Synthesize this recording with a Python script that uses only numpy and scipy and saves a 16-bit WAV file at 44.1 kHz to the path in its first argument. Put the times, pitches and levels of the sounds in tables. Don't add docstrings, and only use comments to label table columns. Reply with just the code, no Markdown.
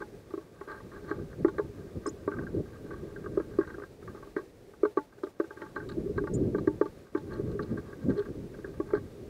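import sys
import numpy as np
from scipy import signal
from scipy.fft import rfft, irfft, next_fast_len
from scipy.io import wavfile
from scipy.ndimage import uniform_filter1d, map_coordinates

SR = 44100
rng = np.random.default_rng(int(sys.argv[2]) if len(sys.argv) > 2 else 0)


def log_audio(samples):
    frames = np.atleast_2d(samples).T
    limited = np.clip(frames, -1, 1)
    pcm = np.round(limited * 32767).astype(np.int16)
    wavfile.write(sys.argv[1], SR, pcm)


N = 409688


def amp(db):
    return 10 ** (np.asarray(db) / 20)


def unit(x):
    return x / np.sqrt(np.mean(x ** 2) + 1e-20)


def along(points, hz):
    point_hz, value = np.transpose(points)
    return np.interp(np.log(hz + 1), np.log(point_hz + 1), value)


def curve(points):
    point_s, value = np.transpose(points)
    return np.interp(np.arange(N) / SR, point_s, value)


def wobble(knots_per_s):
    knots = rng.standard_normal(int(N * knots_per_s / SR) + 4)
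    return map_coordinates(knots, [np.arange(N) * knots_per_s / SR])


def filtered(x, response):
    size = next_fast_len(N + SR // 2)
    return irfft(rfft(x, size) * response(np.fft.rfftfreq(size, 1 / SR)), size)[:N]


def coloured_noise(size, spectrum):
    return unit(filtered(size * rng.standard_normal(N), lambda hz: amp(along(spectrum, hz))))


def add(out, start_s, sound):
    part = out[max(0, round(start_s * SR)):][:len(sound)]
    part += sound[:len(part)]


def jerks(size, count, spiky):
    when, strength, sign = rng.random((3, size))
    slips = np.sign(sign - .5) * (1.001 - strength) ** -spiky
    return np.bincount((when * count).astype(int), slips, count)


def ring(modes, scatter_db=0):
    hz, db, t60_s, way = np.transpose(modes)[:, :, None]
    t = np.arange(SR // 8) / SR
    decay = amp(db + scatter_db - 60 * t / t60_s)
    return np.sum(np.sign(way) * decay * np.sin(2 * np.pi * hz * t), axis=0)


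DETUNE_SHARE, DAMPING_DB = .015, 1.5


def struck(modes, force, contact_s, spread_db):
    force = np.convolve(force, np.hanning(max(3, round(contact_s * SR))))
    chance = rng.standard_normal((len(modes), 2))
    varied = [(hz * (1 + DETUNE_SHARE * a), db, t60_s * amp(DAMPING_DB * b), way)
              for (hz, db, t60_s, way), (a, b) in zip(modes, chance)]
    scatter_db = rng.normal(0, spread_db, (len(modes), 1))
    sound = signal.fftconvolve(ring(varied, scatter_db), force)
    return sound / np.abs(sound).max()


# time in seconds, rumble level in dB.
STEADY_WIND = [(0.0, -52.5), (0.59, -56), (1.42, -45), (2.3, -47.5), (2.48, -43), (2.69, -47.5),
               (3.39, -43), (3.91, -52), (5.38, -62), (5.69, -52.5), (6.0, -39), (6.6, -41.5),
               (6.96, -50.5), (7.19, -63), (7.35, -38), (7.63, -41), (7.79, -47), (9.29, -46)]
# strongest moment in seconds, length in seconds, roar level in dB before flutter,
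# extra tray boom in dB.
GUST_ROWS = [(0.842, 0.15, -44, -1), (1.194, 0.16, -37, -12), (1.407, 0.1, -35.5, -1),
             (1.785, 0.086, -41, -7), (1.96, 0.054, -36, -6), (2.402, 0.18, -32.5, 0),
             (2.575, 0.17, -34.5, 6.5), (2.874, 0.28, -53, 13), (3.032, 0.13, -49, 13),
             (3.22, 0.19, -39.5, 1), (4.064, 0.22, -46, 0), (5.92, 0.24, -39.5, 3), (6.07, 0.16, -46, 9),
             (6.161, 0.18, -36, 5.5), (6.451, 0.51, -28.5, 3), (7.357, 0.71, -37.5, 1.5),
             (7.614, 0.093, -47, 12), (7.738, 0.17, -32.5, -21), (8.08, 0.22, -30.5, -4.5),
             (8.287, 0.084, -37, 4), (8.399, 0.14, -36.5, 3.5), (8.97, 0.16, -39, -16)]
# time in seconds, peak in dB.
PUFF_ROWS = [(1.182, -35), (1.215, -40), (5.971, -22), (6.06, -25.5), (6.094, -24), (6.211, -24.5),
             (6.329, -25.5), (6.456, -22.5), (7.392, -22), (7.718, -32), (8.075, -41), (8.096, -24),
             (8.353, -33.5)]
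# frequency in Hz, relative density in dB per Hz.
RUMBLE_SPECTRUM = [(12, -65.5), (22, -8.5), (50, -3.5), (110, -1.5), (200, -5), (350, -7), (550, -14),
                   (800, -50), (1200, -67.5), (2000, -120)]
ROAR_SPECTRUM = [(12, -59), (25, -10), (50, -11), (110, 2.5), (230, 0.5), (350, -6), (500, -10), (650, -23),
                 (850, -37.5), (1200, -64), (2000, -120)]
# frequency in Hz, relative level in dB, t60 in seconds, first direction as a sign.
FLOOR_MODES = [(300.5, -7.5, 0.11, 1), (329.1, -3, 0.085, 1), (408.3, 2.5, 0.073, -1), (468, -24, 0.12, -1),
               (561, -24, 0.076, -1), (608.5, -22, 0.12, 1)]
GUST_RISE_SHARE = 0.35
USUAL_WIND_DB, BOOM_AT_USUAL_DB, BOOM_DB_PER_WIND_DB = -45, -50.5, 1
FLUTTER_DB, SHAKE_UNEVEN_DB = 4.5, 3


def boom_gain(wind_db):
    return amp(BOOM_AT_USUAL_DB + BOOM_DB_PER_WIND_DB * (wind_db - USUAL_WIND_DB))


def wind():
    t, steady_db = np.arange(N) / SR, curve(STEADY_WIND)
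    roar_size, boom_power = np.zeros(N), boom_gain(steady_db) ** 2
    for peak_s, length_s, roar_db, more_boom_db in GUST_ROWS:
        start_s = peak_s - GUST_RISE_SHARE * length_s
        end_s = peak_s + (1 - GUST_RISE_SHARE) * length_s
        swell = np.interp(t, [start_s, peak_s, end_s], [0, 1, 0])
        roar_size += amp(roar_db) * swell
        boom_power += (boom_gain(roar_db) * amp(more_boom_db) * swell) ** 2

    lumps = amp(1.7 * wobble(40))
    flutter = amp(FLUTTER_DB * np.clip(wobble(14), -2, 1))
    rumble = coloured_noise(lumps, RUMBLE_SPECTRUM)
    roar = coloured_noise(lumps, ROAR_SPECTRUM)
    shake_swells = amp(SHAKE_UNEVEN_DB * np.clip(wobble(35), -2, 1))
    shaking = lumps * flutter * shake_swells * rng.standard_normal(N)
    boom = signal.fftconvolve(shaking, ring(FLOOR_MODES))[:N]

    out = amp(steady_db) * rumble + roar_size * unit(flutter) * roar + np.sqrt(boom_power) * unit(boom)
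    for time_s, peak_db in PUFF_ROWS:
        jolt = struck(FLOOR_MODES, rng.standard_normal(SR // 100), contact_s=0.0017, spread_db=1.9)
        add(out, time_s - .003, amp(peak_db) * jolt)
    return out


# frequency in Hz, relative density in dB per Hz.
HISS_SPECTRUM = [(260, -13.5), (450, 6), (850, -10), (1520, -14.5), (1840, -14), (2070, -15.5), (2590, -18),
                 (3050, -21), (3640, -19.5), (4350, -20.5), (13600, -29.5)]
HISS_DB, FULL_AT_DB, SINK_DB_PER_DB, FOLLOW_S = -56.3, -50, .6, .04


def hiss(sound):
    noise = coloured_noise(1, HISS_SPECTRUM)
    window = round(FOLLOW_S * SR)
    power = np.abs(uniform_filter1d(sound ** 2, window, origin=window // 3))
    level_db = 10 * np.log10(power + 1e-9)
    return amp(HISS_DB + SINK_DB_PER_DB * np.clip(level_db - FULL_AT_DB, -11, 0)) * noise


# start in seconds, length in seconds, rim drive in dB,
# floor drive in dB.
DRAG_ROWS = [(0, 0.036, -42, -35), (0.68, 0.13, -47, -47), (0.92, 0.092, -50, -50.5),
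             (1.036, 0.19, -53, -49.5), (1.082, 0.036, -42, -54), (1.101, 0.028, -48, -34),
             (2.065, 0.024, -38, -29.5), (2.907, 0.041, -51, -44.5), (4.088, 0.035, -52, -54),
             (4.152, 0.04, -56.5, -51), (4.361, 0.058, -45.5, -34), (5.562, 0.17, -55, -49.5),
             (5.743, 0.12, -54, -46), (7.296, 0.12, -49, -61), (7.595, 0.11, -57.5, -42),
             (7.767, 0.038, -50, -41), (7.874, 0.063, -55.5, -48.5), (8.085, 0.046, -47, -32),
             (8.145, 0.11, -49, -38), (8.251, .06, -56.5, -49), (8.536, 0.03, -54, -51),
             (8.65, 0.056, -56, -44), (8.942, 0.054, -48, -58)]
# time in seconds, drive in dB.
SHUFFLE = [(0, -72), (.6, -65.5), (1.3, -63.5), (2.45, -64), (2.7, -61.5), (3.5, -62), (3.7, -58.5),
           (3.9, -77), (4.2, -65), (4.5, -88), (5.4, -68.5), (5.7, -64), (6.1, -68), (7.05, -73),
           (7.4, -59.5), (8.3, -67), (8.5, -77), (8.85, -61), (9.29, -80)]
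# frequency in Hz, relative level in dB, t60 in seconds,
# first direction as a sign.
RIM_MODES = [(606, -9, 0.022, 1), (867.5, -16.5, 0.14, -1), (1052, -7.5, 0.02, 1), (1121, -3, 0.046, -1),
             (1223, -2.5, 0.029, 1), (1418, -13.5, 0.072, -1), (1542.5, 0.5, 0.023, 1),
             (1601, 0.5, 0.034, -1), (1858, -10, 0.021, 1), (2292, -19, 0.016, -1)]
SHELL_MODES = [(2620, -14, 0.0039, -1), (3280, -6.5, 0.0078, 1), (3710, -11.5, 0.022, -1),
               (4178, -2.5, 0.012, 1), (5050, -12.5, 0.012, -1), (5600, -11.5, 0.0026, 1),
               (6340, -12, 0.0065, -1), (7800, -11, 0.0044, 1)]
UPPER_RIM_HZ = 1330
DRAG_ATTACK_S, DRAG_RELEASE_SHARE = 0.0037, 0.61
RASP_UNEVEN_DB, RASP_LIFT_DB = 3, -0.5


def answer(force, modes):
    response = ring(modes)
    return signal.fftconvolve(force, response / np.linalg.norm(response))[:N]


def scraping():
    t = np.arange(N) / SR
    rim_force, floor_force = np.zeros((2, N))
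    for start_s, length_s, rim_db, floor_db in DRAG_ROWS:
        attack = (t - start_s) / DRAG_ATTACK_S
        release = (start_s + length_s - t) / (DRAG_RELEASE_SHARE * length_s)
        pressure = np.clip(np.minimum(attack, release), 0, 1)
        rim_force += amp(rim_db) * pressure
        floor_force += amp(floor_db) * pressure
    rasp = unit(jerks(size=9000, count=N, spiky=0.19) * amp(RASP_UNEVEN_DB * wobble(70)))
    grains = unit(jerks(size=8000, count=N, spiky=0.26) * amp(4.4 * wobble(30)))
    slips = rim_force * rasp + amp(curve(SHUFFLE)) * grains
    rim = [(hz, db + RASP_LIFT_DB * (hz > UPPER_RIM_HZ), t60_s, way) for hz, db, t60_s, way in RIM_MODES]
    floor = answer(floor_force * rng.standard_normal(N), FLOOR_MODES)
    return answer(slips, rim) + amp(-22.5) * answer(slips, SHELL_MODES) + floor


# time in seconds, peak of the shell part in dB.
CRACK_ROWS = [(0.017, -60), (1.099, -51.5), (1.482, -53), (1.5828, -52), (3.586, -54), (3.672, -57),
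              (3.7024, -61), (4.365, -57), (4.852, -54), (4.972, -53), (5.237, -50.5), (5.403, -57),
              (5.618, -55), (5.7582, -51), (5.89, -44), (5.918, -49.5), (6.1757, -53), (6.272, -56),
              (6.584, -52.5), (6.673, -56), (6.814, -56), (6.856, -53), (7.176, -53), (7.332, -47.5),
              (7.515, -54), (7.625, -47), (8.1, -56), (8.174, -46), (8.1915, -44), (8.949, -52.5)]
USUAL_CRACK_DB, TREBLE_DB, DULLING_DB_PER_DB = -54, -0.5, 0.54


def splits():
    out, t = np.zeros(N), np.arange(SR // 80) / SR
    for time_s, peak_db in CRACK_ROWS:
        lift_db = TREBLE_DB - DULLING_DB_PER_DB * (peak_db - USUAL_CRACK_DB)
        shell_modes = [(hz, db + lift_db * (hz > 4600), t60_s, way) for hz, db, t60_s, way in SHELL_MODES]
        fractures = amp(-60 * t / 0.066) * jerks(size=20, count=len(t), spiky=0.43)
        fractures[0] = 2
        shell = struck(shell_modes, fractures, contact_s=.0001, spread_db=3.5)
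        rim = struck(RIM_MODES, fractures, contact_s=.0001, spread_db=1.8)
        add(out, time_s - .0006, amp(peak_db) * (shell + amp(1.5) * rim))
    return out


# time in seconds, tick peak in dB before the radiation filter,
# lift of the upper rim modes in dB, thud over the tick in dB.
PECK_ROWS = [(0.019, -29, -6, -16.5), (0.306, -46, -2, 6), (0.338, -35.5, -12, 11.5),
             (0.376, -42.5, -7, 15.5), (0.611, -36, 0, 2.5), (0.676, -38, -4, 2.5), (0.699, -39, 8, -4),
             (0.724, -37, 5, -23), (0.744, -40, 10, -17), (0.803, -41, 0, -11), (0.917, -45, 3, 3),
             (0.961, -39, -3, -16.0), (1.112, -25.5, -1, 0.5), (1.142, -46, -5, -8.0), (1.189, -46, 1, 1),
             (1.329, -43.5, 12, -9), (1.447, -26, 0.5, 16), (1.482, -30.5, 2, 5.5), (1.583, -27, -1.5, 2.5),
             (1.595, -31.5, -15, 12.5), (2.059, -27, -6.5, -0.5), (2.277, -26.5, -6, 9),
             (2.317, -33, 11, 0.5), (2.336, -36, 2, 0), (2.344, -38, -4, -5), (2.366, -38.5, -7, -2),
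             (2.387, -32.5, 9, -21), (2.412, -43, -6, 2), (2.421, -42.5, 0, 4), (2.434, -42, -1, 4),
             (2.467, -36.5, 14, -1), (2.907, -36, 2, 1.5), (3.161, -38, 21, 3), (3.242, -43, 5, 7),
             (3.261, -33, -3, 1), (3.374, -32, -10, 17), (3.4, -33.5, -7, 11.5), (3.587, -29, -3, 17.5),
             (3.597, -40, 10, -9), (3.611, -31, 7, -9.0), (3.631, -38, 6, 3), (3.649, -44, 19.0, -12),
             (3.674, -39.5, 11, 0), (3.702, -40, 12, -1), (3.732, -49, 10.0, -5), (3.743, -40, 19, 5.5),
             (3.782, -39.5, 3, 6.5), (3.799, -41, -2, 0), (3.821, -39, 9, 2.0), (3.836, -35.5, 2, -0.5),
             (4.026, -47, -2, 5), (4.077, -38, -4, -6), (4.148, -43.5, -8, 8.5), (4.226, -40, -5, -5),
             (4.271, -47.5, -13, 7), (4.365, -28, 6, 9.5), (4.387, -37, -3, -8), (4.738, -46, -1, -14),
             (4.833, -30, -4, 19), (4.852, -23.5, -7, 3.5), (4.972, -21, -9.5, 6.5), (4.985, -35, 0.0, 11),
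             (5.124, -51, -6, -39), (5.182, -51.5, 3, 6.5), (5.235, -33, -3, 11), (5.269, -42.5, -3, 9),
             (5.4, -26.5, -1, 11), (5.442, -43, 5, 8), (5.507, -35, 4, -3.5), (5.572, -41.5, 4, 0),
             (5.619, -31, 10, -2), (5.664, -42, -4, -12), (5.762, -27.5, 2, -2.5), (5.776, -36, -1, 4),
             (5.802, -37.5, 17, 1.5), (5.827, -45, 9, 5), (5.896, -39, -2, -8), (5.914, -41.5, 7, -4),
             (6.18, -26, 5, 3), (6.239, -38.5, -5, 12), (6.272, -31, 1, -11), (6.547, -29.5, 1, 11.5),
             (6.583, -33, -1, 7.5), (6.674, -28.5, 4, 17.5), (6.813, -24.5, -4.5, 14),
             (6.857, -35.5, -4, 9), (7.15, -29, -2.5, 12.5), (7.173, -36.5, -1, 7), (7.593, -30, 4, 2.5),
             (7.774, -39.5, -1, 6), (7.929, -39.5, 9, 3), (8.104, -50, -1, -4), (8.195, -39, -2.0, -10),
             (8.222, -43, 9, -8.0), (8.587, -46.5, 0, 11.5), (8.645, -35.5, 8, 6), (8.74, -47, -2, 0),
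             (8.8, -34, -4, 15), (8.888, -44, -5.0, 2.0), (8.905, -35, -2, -19), (8.935, -29.5, -4, 15.5),
             (8.95, -28, 2, -18), (8.96, -45, 1.0, -8.0), (8.979, -42, -3, -12)]
UPPER_RIM_END_HZ = 2000
CHATTER_DB, CHATTER_T60_S = -4, .032
RADIATES_HZ = 123


def pecks():
    out, t = np.zeros(N), np.arange(SR // 16) / SR
    for time_s, tick_db, lift_db, thud_db in PECK_ROWS:
        force = amp(CHATTER_DB - 60 * t / CHATTER_T60_S) * jerks(size=60, count=len(t), spiky=0.22)
        force[0] = 1
        floor_force = np.r_[1, amp(-9) * force[1:]]
        rim = [(hz, db + lift_db * (UPPER_RIM_HZ < hz < UPPER_RIM_END_HZ), t60_s, way)
               for hz, db, t60_s, way in RIM_MODES]
        tick = struck(rim, force, contact_s=0.00048, spread_db=1.84)
        thud = struck(FLOOR_MODES, floor_force, contact_s=0.0012, spread_db=2.5)
        add(out, time_s - .001, amp(tick_db) * tick)
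        add(out, time_s - .0011, amp(tick_db + thud_db) * thud)
    return filtered(out, lambda hz: (1j * hz / (RADIATES_HZ + 1j * hz)) ** 2)


# start in seconds, length in seconds,
# low end of the glide in Hz, high end in Hz, middle of the glide in seconds, glide time constant in seconds,
# level in dB before throat and fade.
CHIRP_ROWS = [((2.0605, .026, 3000, 8600, 2.064, .0033, -47), (2.062, .043, 5130, 7200, 2.091, .0025, -48)),
              ((6.333, .031, 7400, 8450, 6.340, .0025, -52), (6.334, .032, 6350, 7120, 6.342, .002, -52))]
CHIRP_ATTACK_S, CHIRP_RELEASE_S, CHIRP_FADE_DB_PER_S = .006, .009, 110
THROAT_HZ, THROAT_WIDTH_HZ, THROAT_DB = 6950, 800, 9


def chirps():
    out = np.zeros(N)
    for halves in CHIRP_ROWS:
        start_s, length_s, low_hz, high_hz, middle_s, glide_s, db = np.transpose(halves)[:, :, None]
        t = start_s.min() + np.arange(SR // 16) / SR
        hz = low_hz + (high_hz - low_hz) / (1 + np.exp((middle_s - t) / glide_s))
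        attack = (t - start_s) / CHIRP_ATTACK_S
        release = (start_s + length_s - t) / CHIRP_RELEASE_S
        gate = np.clip(np.minimum(attack, release), 0, 1) ** 2
        throat_db = THROAT_DB / (1 + ((hz - THROAT_HZ) / THROAT_WIDTH_HZ) ** 2)
        upper_size, lower_size = gate * amp(db + throat_db - CHIRP_FADE_DB_PER_S * (t - start_s))
        upper_phase, lower_phase = 2 * np.pi * np.cumsum(hz, axis=1) / SR
        upper = upper_size * np.sin(upper_phase)
        lower = lower_size * (np.sin(lower_phase) + amp(-30) * np.sin(2 * lower_phase))
        difference = amp(-19) * np.sqrt(upper_size * lower_size) * np.sin(2 * lower_phase - upper_phase)
        add(out, t[0], upper + lower + difference)
    return out + amp(-17) * np.roll(out, round(0.01 * SR))


# start in seconds, length in seconds,
# frequency in Hz, peak in dB.
JUDDER = (8.163, .062, 412, -26.5)


def judder():
    start_s, length_s, hz, peak_db = JUDDER
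    out, t = np.zeros(N), np.arange(round(length_s * SR)) / SR
    swell = np.sqrt(np.sin(np.pi * t / length_s))
    add(out, start_s, amp(peak_db) * swell * np.sin(2 * np.pi * hz * t))
    return out


def scene():
    return (wind() + scraping() + splits() + pecks() + chirps() + judder())[None]


TOP_HZ = 15700


def record(dry):
    return filtered(dry[0] + hiss(dry[0]), lambda hz: hz < TOP_HZ)[None]


dry = scene()
out = record(dry)
log_audio(out)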